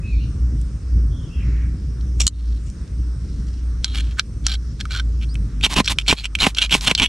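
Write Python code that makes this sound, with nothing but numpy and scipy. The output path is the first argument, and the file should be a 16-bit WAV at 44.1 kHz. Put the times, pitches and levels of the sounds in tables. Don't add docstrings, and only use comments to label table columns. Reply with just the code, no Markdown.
import sys
import numpy as np
from scipy import signal
from scipy.fft import rfft, irfft
from scipy.io import wavfile
from scipy.ndimage import uniform_filter1d, minimum_filter1d

SR = 44100
rng = np.random.default_rng(int(sys.argv[2]) if len(sys.argv) > 2 else 0)


def master_out(mix):
    frames = np.transpose(np.atleast_2d(mix))
    ceiling = np.clip(frames, -1, 1)
    pcm = np.round(ceiling * 32767).astype(np.int16)
    wavfile.write(sys.argv[1], SR, pcm)


N = 312228

# (frequency [Hz], level [dB])
BURNING_COLOUR = [(60, 6), (280, 5.5), (520, -9.5), (1000, 3), (1350, -9.5), (2300, -2.5), (3800, -4.5),
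                  (5200, -12.5), (8000, -15.5), (12000, -26), (16000, -50)]

BINS = np.fft.rfftfreq(2048, 1 / SR)


def amp(db):
    return 10 ** (np.asarray(db) / 20)


def unit(x):
    return x / np.sqrt(np.mean(x ** 2) + 1e-20)


def read(points, hz):
    f, value = np.transpose(points)
    return np.interp(np.log(hz + 1), np.log(f + 1), value)


def follow(points):
    return np.interp(np.arange(N) / SR, *np.transpose(points))


def add(mix, s, sound):
    part = mix[round(s * SR):][:len(sound)]
    part += sound[:len(part)]


def noise(colour):
    gain = amp(read(colour, np.fft.rfftfreq(N, 1 / SR)))
    return unit(irfft(rfft(rng.standard_normal(N)) * gain, N))


def drift(rate_hz, size):
    smoothing = np.exp(-(np.fft.rfftfreq(N, 1 / SR) / rate_hz) ** 2)
    return unit(irfft(rfft(rng.standard_normal(N)) * smoothing, N))[:size]


def ring(gain_db):
    log_gain = np.log(amp(np.r_[gain_db, gain_db[-2:0:-1]]))
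    spectrum = np.exp(np.conj(signal.hilbert(log_gain)))
    return np.fft.ifft(spectrum).real[:len(BINS)]


def strikes():
    # (bite [s], hardest push [s], release [s], rasp [dB], snap at the release [dB],
    # sparks [dB], flare [dB], embers at their start [dB], first rasp pitch [Hz], last rasp pitch [Hz])
    hard_strokes = [(5.639, 5.649, 5.663, -7, 1.5, -13.5, -13, -29, 3430, 2700),
                    (5.761, 5.764, 5.801, -11.5, -8, -4, -4.5, -38, 3050, 2800),
                    (6.084, 6.103, 6.126, -9, -10, -14.5, 1, -23, 4140, 2080),
                    (6.404, 6.433, 6.466, -11.5, -4, -13, -1.5, -14.5, 3830, 2150),
                    (6.713, 6.751, 6.749, -12, -6.5, -18, -12.5, -18, 3300, 2640),
                    (6.866, 6.876, 6.912, -10, 4.5, -11.5, -9, -33, 3300, 2800)]
    snap_hz = 2680
    ember_s, ember_fade_db = .032, -15.5
    out = np.zeros(N)
    for bite, push, release, rasp_db, snap_db, sparks_db, flare_db, embers_db, first_hz, last_hz in hard_strokes:
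        s, force = pressure(bite, push, release)
        pitches_hz = np.geomspace(first_hz, last_hz, 4)
        add(out, s, amp(rasp_db) * scrape(s, force, pitches_hz, favour_db=12, octaves=.19))
        spark_heat = force * np.sqrt(travel(force))
        add(out, s, amp(sparks_db) * shower(spark_heat, tilt_db=0))
        add(out, release, amp(snap_db) * knock(release, snap_hz))
        add(out, release, amp(flare_db) * flare())
        middle_db = embers_db + ember_fade_db / 2
        s, heat = stroke(release, release + ember_s, middle_db, ember_fade_db, rise=.0038, fall=.034)
        add(out, s, shower(heat, tilt_db=3.5))
    return out


def pressure(bite, push, release):
    bite_s, let_go_s = .034, .02
    bite_db, ease_db_per_s = -7.5, -250
    times = [bite - bite_s, bite, push, release, release + let_go_s]
    t = np.arange(times[0], times[-1], 1 / SR)
    force_db = [-60, bite_db, 0, ease_db_per_s * (release - push), -60]
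    return times[0], amp(np.interp(t, times, force_db))


def travel(force):
    return np.cumsum(force) / np.sum(force)


def scrape(s, force, pitches_hz, favour_db, octaves, judder_db=1.5):
    size = len(force)
    slips = chatter(size, slip_hz=220, jitter=.45, hold_s=.0014, bed=.33)
    judder = amp(judder_db * unit(uniform_filter1d(rng.standard_normal(size), size=SR // 140)))
    tearing = unit(grains(size, per_s=8000, spread_db=1.5) * slips * judder) * force
    place = travel(force) * (len(pitches_hz) - 1)
    bodies = [steel(s, hz, favour_db, octaves) for hz in pitches_hz]
    rasp = 0
    for k, body in enumerate(bodies):
        share = np.sqrt(np.maximum(1 - abs(place - k), 0))
        rasp = rasp + signal.fftconvolve(tearing * share, body / np.linalg.norm(body))
    return rasp


def chatter(size, slip_hz, jitter, hold_s, bed, bite_db=5.5):
    gaps = np.exp(jitter * rng.standard_normal(size)) / slip_hz
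    slips = np.cumsum(gaps) - gaps[0]
    t = np.arange(size) / SR
    last = np.searchsorted(slips, t, "right") - 1
    bite = amp(bite_db * rng.uniform(-1, 1, size))
    return bite[last] * (bed + np.exp(-(t - slips[last]) / hold_s))


def grains(size, per_s, spread_db):
    chance, sign, weight = rng.random((3, size))
    strength = amp(-spread_db * np.log(np.maximum(weight, np.exp(-3))))
    return (chance < per_s / SR) * np.sign(sign - .5) * strength


def steel(s, pitch_hz, favour_db, octaves, ripple_db=4):
    # (frequency [Hz], level [dB])
    broad_colour = [(500, -16), (1000, -16.5), (1800, -13), (2850, -1.5), (5000, -9), (6500, -11.5),
                    (10000, -16.5), (13000, -25), (16000, -60)]
    # (centre [Hz], width [Hz], boost [dB])
    resonances = [(726, 210, 5), (2280, 480, 1.7), (4230, 590, 5.3), (5670, 450, 8.5), (7520, 1400, 6.3)]
    # (centre [Hz], width [Hz], share of the looseness boost [ratio])
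    handle_modes = [(1485, 705, 1), (2290, 210, 0.3455), (3257, 180, 0.3)]
    # (time [s], level [dB])
    looseness = [(2.3, 5), (3.8, 13.5), (4.2, 26), (4.5, 17), (4.95, 27), (5.4, 11)]
    ripple_hz = 140
    loose_db = np.interp(s, *np.transpose(looseness))
    handle = [(hz, width, share * loose_db) for hz, width, share in handle_modes]
    modes = sum(db / (1 + (2 * (BINS - hz) / width) ** 2) for hz, width, db in resonances + handle)
    favour = favour_db * np.exp(-.5 * (np.log2((BINS + 1) / pitch_hz) / octaves) ** 2)
    ripple = np.interp(BINS / ripple_hz, np.arange(len(BINS)), rng.standard_normal(len(BINS)))
    return ring(read(broad_colour, BINS) + modes + favour + ripple_db * ripple)


def shower(heat, tilt_db):
    tilt = tilt_db * np.log2(np.maximum(BINS, 200) / 1000)
    snap = ring(read(BURNING_COLOUR, BINS) + tilt)
    bursts = unit(grains(len(heat), per_s=2500, spread_db=4))
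    return signal.fftconvolve(bursts * heat, snap / np.linalg.norm(snap))


def flare(drop_hz=2600, last_hz=170, sink_s=.001344, swell_s=.0028, rough=.59):
    t = np.arange(SR // 25) / SR
    turns = np.cumsum(last_hz + drop_hz * np.exp(-t / sink_s)) / SR
    hiss = signal.fftconvolve(rng.standard_normal(len(t)), ring(read(BURNING_COLOUR, BINS)))
    seethe = unit(hiss[:len(t)])
    puff = t / swell_s * np.exp(1 - t / swell_s)
    return puff * (np.sin(2 * np.pi * turns) + rough * seethe)


def stroke(start, end, db, swell_db, rise, fall):
    times = [start - 2 * rise, start, end, end + 2 * fall]
    t = np.arange(times[0], times[-1], 1 / SR)
    edges_db = np.interp(t, times, [-60, 0, 0, -60])
    slope_db = swell_db * np.interp(t, [start, end], [-.5, .5])
    return times[0], amp(db + edges_db + slope_db)


def knocks():
    # (time [s], peak level [dB], favoured pitch [Hz])
    touches = [(0.614, -34, 9400), (2.0093, -37, 4530), (2.213, -13, 7500), (2.6997, -33, 8000),
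               (2.877, -39, 4960), (3.8444, 2.5, 4880), (4.195, 1.5, 4300), (4.4661, 5.5, 6100),
               (4.803, -18, 5060), (4.854, -21, 1240), (5.343, -31.5, 9300), (5.354, -23.5, 2580),
               (5.6106, -22, 2520), (5.7393, -5, 5500), (5.8766, -2, 2810), (5.986, 2, 2780),
               (6.064, -23.5, 2400), (6.352, -4, 2650), (6.388, -16.5, 2400), (6.548, -13, 4660),
               (6.585, 1, 3380), (6.6168, -3.5, 3100), (6.695, -18.5, 2500), (6.8094, -14.5, 5000),
               (6.95, 1, 4300), (6.998, -1, 2700)]
    out = np.zeros(N)
    for s, peak_db, pitch_hz in touches:
        add(out, s, amp(peak_db) * knock(s, pitch_hz))
    return out


def knock(s, pitch_hz, hz_per_octave=9000):
    octaves = min(pitch_hz / hz_per_octave, .5)
    return impact(steel(s, pitch_hz, favour_db=15, octaves=octaves, ripple_db=2))


def impact(body, crunch_s=.00076, rattle=.053, rattle_s=.0019):
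    t = np.arange(2 * len(BINS) - 2) / SR
    envelope = t / crunch_s * np.exp(-t / crunch_s) + rattle * np.exp(-t / rattle_s)
    crunch = envelope * rng.standard_normal(len(t))
    evening = ring(-10 * np.log10(uniform_filter1d(abs(rfft(crunch)) ** 2, 20)))
    sound = signal.fftconvolve(signal.fftconvolve(crunch, evening), body)
    return sound / abs(sound).max()


def slides():
    # (start [s], end [s], level halfway [dB], swell over the slide [dB], favoured pitch [Hz])
    light_slides = [(2.207, 2.262, -33, -21, 7050), (2.33, 2.582, -57, -4, 3900),
                    (2.66, 2.691, -52, 0, 7310), (3.209, 3.6, -59.5, 5, 5547),
                    (3.846, 3.941, -40.5, -8, 3500), (3.946, 4.008, -31.5, -0.5, 3300),
                    (4.019, 4.13, -48, 1, 3470), (4.193, 4.2, -25.5, -3, 1710), (4.46, 4.549, -27, 4, 4070),
                    (4.809, 4.816, -30.5, -10, 3850), (4.909, 5.004, -32, -3.5, 3960),
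                    (5.22, 5.241, -37, 0.5, 2900), (5.854, 5.862, -27, -6, 5400),
                    (5.882, 5.922, -25.5, -12, 3780), (5.998, 6.019, -35.5, -5, 2900),
                    (6.177, 6.226, -28.5, -10.5, 3800), (6.241, 6.26, -22, 4.5, 2810),
                    (6.573, 6.608, -24, -6, 2960), (6.62, 6.663, -21, -11, 2850),
                    (6.982, 6.989, -14, 9, 2930), (7.022, 7.062, -17, -9, 2790)]
    out = np.zeros(N)
    for start, end, db, swell_db, pitch_hz in light_slides:
        s, force = stroke(start, end, db, swell_db, rise=.022, fall=.014)
        add(out, s, scrape(s, force, [pitch_hz, pitch_hz], favour_db=11, octaves=.3))
    return out


def crackles():
    # (start [s], end [s], level halfway [dB], brightness [dB per octave])
    stray_shavings = [(5.702, 5.739, -18.5, 2), (5.9, 5.919, -20.5, 3), (6.813, 6.851, -29.5, 4),
                      (6.998, 7.039, -22, -1.5)]
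    out = np.zeros(N)
    for start, end, db, tilt_db in stray_shavings:
        s, heat = stroke(start, end, db, swell_db=4.5, rise=.016, fall=.022)
        add(out, s, shower(heat, tilt_db))
    return out


def latch():
    # (time [s], peak level [dB])
    snaps = [(2.2675, 9), (2.277, 9.5)]
    # (frequency [Hz], level [dB])
    lock_colour = [(410, -69), (700, -39), (1110, -18.5), (2690, -24), (2980, -3.5), (3430, -14.5),
                   (4160, -0.5), (5450, -13), (6950, -1.5), (8320, -6), (15000, -46)]
    out = np.zeros(N)
    for s, peak_db in snaps:
        body = ring(read(lock_colour, BINS))
        add(out, s, amp(peak_db) * impact(body, crunch_s=.00085, rattle=.1, rattle_s=.0027))
    return out


def squeaks():
    # (start [s], end [s], first pitch [Hz], last pitch [Hz], width of the quaver [Hz], level [dB])
    skids = [(5.282, 5.345, 3900, 5280, 350, -48)]
    return sum(whistle(*skid) for skid in skids)


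def whistle(start, end, first_hz, last_hz, width_hz, db, arch_hz=216):
    out, size = np.zeros(N), int((end - start) * SR)
    glide = np.linspace(first_hz, last_hz, size) + arch_hz * signal.windows.cosine(size)
    hz = glide + width_hz / 2.3 * drift(rate_hz=445, size=size)
    note = np.sin(2 * np.pi * np.cumsum(hz) / SR) * signal.windows.tukey(size, .5)
    add(out, start, amp(db) * unit(note))
    return out


def engine(waver=.01998, throb_db=1.5, throb_hz=5):
    # (time [s], level [dB])
    swell_curve = [(0.0, -29), (0.18, -16), (0.33, -42), (0.41, -17), (0.85, -28), (0.95, -14),
                   (1.4, -33.5), (1.48, -14.5), (1.79, -25), (2.21, -17.5), (2.54, -19.5), (2.74, -33.5),
                   (3.08, -17), (3.27, -28.5), (3.67, -19), (3.79, -29), (4.04, -17), (4.3, -39.5),
                   (4.45, -16), (4.81, -33.5), (5.05, -19), (7.02, -27.5)]
    # (time [s], frequency [Hz])
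    firing_note = [(1.2, 57.38), (2.2, 60.22), (2.5, 57.5), (5.2, 57.6), (5.65, 50.92)]
    # (multiple of the firing note [ratio], level [dB])
    overtones = [(1, -0.5), (5, -29.5)]
    swell = amp(follow(swell_curve) + throb_db * drift(rate_hz=throb_hz, size=N))
    hz = follow(firing_note) * (1 + waver * drift(rate_hz=6.19, size=N))
    turns = np.cumsum(hz) / SR
    note = sum(amp(db) * np.sin(2 * np.pi * round(k) * turns) for k, db in overtones)
    return np.sqrt(2) * swell * note


def outdoors(lumps_db=2, rumble_side_db=-26, air_side_db=-6, patchy_db=2):
    # (frequency [Hz], level [dB])
    rumble_colour = [(15, -52), (33, -1), (60, 8.5), (88, 0.5), (145, -3.5), (200, -9.5), (400, -25),
                     (600, -38), (3000, -102)]
    # (time [s], level [dB])
    rumble_curve = [(0, -24.5), (2.2, -26), (2.6, -30.5), (3.2, -26.5), (4.6, -30), (5.5, -25.5),
                    (6.3, -32.5)]
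    # (frequency [Hz], level [dB])
    air_colour = [(300, 13.5), (800, -5), (1250, 2.5), (2200, -5.5), (3200, -9.5), (4500, -7), (5600, 0),
                  (6600, -8.5), (8100, -11), (8600, -2), (9200, -18), (10200, -16.5), (12500, -28),
                  (15000, -48.5)]
    air_db = -48.5
    sides = np.array([[1], [-1]])
    rumble = noise(rumble_colour) + sides * amp(rumble_side_db) * noise(rumble_colour)
    rumble = rumble * amp(follow(rumble_curve) + lumps_db * drift(rate_hz=13.7, size=N))
    air = signal.stft(noise(air_colour) + sides * amp(air_side_db) * noise(air_colour))[2]
    speckle = uniform_filter1d(rng.standard_normal(air[0].shape), size=6, axis=0)
    patches = unit(uniform_filter1d(speckle, size=45, axis=1))
    return rumble + signal.istft(air * amp(air_db + patchy_db * patches))[1][:, :N]


def birds():
    # (start [s], end [s], first pitch [Hz], last pitch [Hz], width of the quaver [Hz], level [dB])
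    far_calls = [(0.01, 0.175, 2470, 2180, 160, -47), (0.181, 0.258, 2435, 2790, 350, -52.5),
                 (0.025, 0.3, 3790, 3970, 910, -58), (1.088, 1.306, 3320, 2870, 330, -57.5),
                 (1.282, 1.469, 2670, 2244, 260, -52.5), (1.317, 1.447, 3250, 2620, 140, -58),
                 (1.327, 1.736, 1849, 1696, 885, -53.5)]
    return sum(whistle(*call) for call in far_calls)


def yard(x, wet_db, t60, arrive=.00309):
    t = np.arange(SR) / SR
    taps = rng.standard_normal((2, SR)) * amp(-60 * t / t60) * (t > arrive)
    taps = taps / np.linalg.norm(taps, axis=1, keepdims=True)
    return amp(wet_db) * signal.fftconvolve(x[None], taps, axes=1)[:, :N]


def ports(x):
    # (frequency [Hz], phase by which left leads [radians])
    port_phase = [(200, 0), (1000, -.3), (4000, -.55), (10000, -.2), (12500, -1.7), (15000, -1)]
    # (frequency [Hz], left minus right [dB])
    port_balance = [(100, -0.5), (1200, -3), (2800, -1.9), (15000, 1)]
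    hz = np.fft.rfftfreq(N, 1 / SR)
    half = np.exp(.5j * read(port_phase, hz)) * amp(read(port_balance, hz) / 2)
    return irfft(rfft(x) * np.array([half, 1 / half]), N)


def scene():
    hands = strikes() + knocks() + slides() + crackles() + latch() + squeaks()
    far = birds()
    near = ports(hands) + yard(hands, wet_db=-14, t60=.035)
    return near + engine() + outdoors() + far + yard(far, wet_db=-1.5, t60=.51)


def record(dry, ceiling_db=-.5, recover_db_per_s=45, edge_hz=15750):
    peak_db = 20 * np.log10(abs(dry).max(0) + 1e-9)
    over_db = -minimum_filter1d(-np.maximum(peak_db - ceiling_db, 0), size=41)
    recovery = np.arange(N) * recover_db_per_s / SR
    held_db = np.maximum.accumulate(over_db + recovery) - recovery
    duck_db = uniform_filter1d(held_db, size=41)
    lowpass = signal.firwin(511, edge_hz, window=("kaiser", 9), fs=SR)
    return signal.oaconvolve(dry * amp(-duck_db), lowpass[None], "same", axes=1)


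dry = scene()
out = record(dry)
master_out(out)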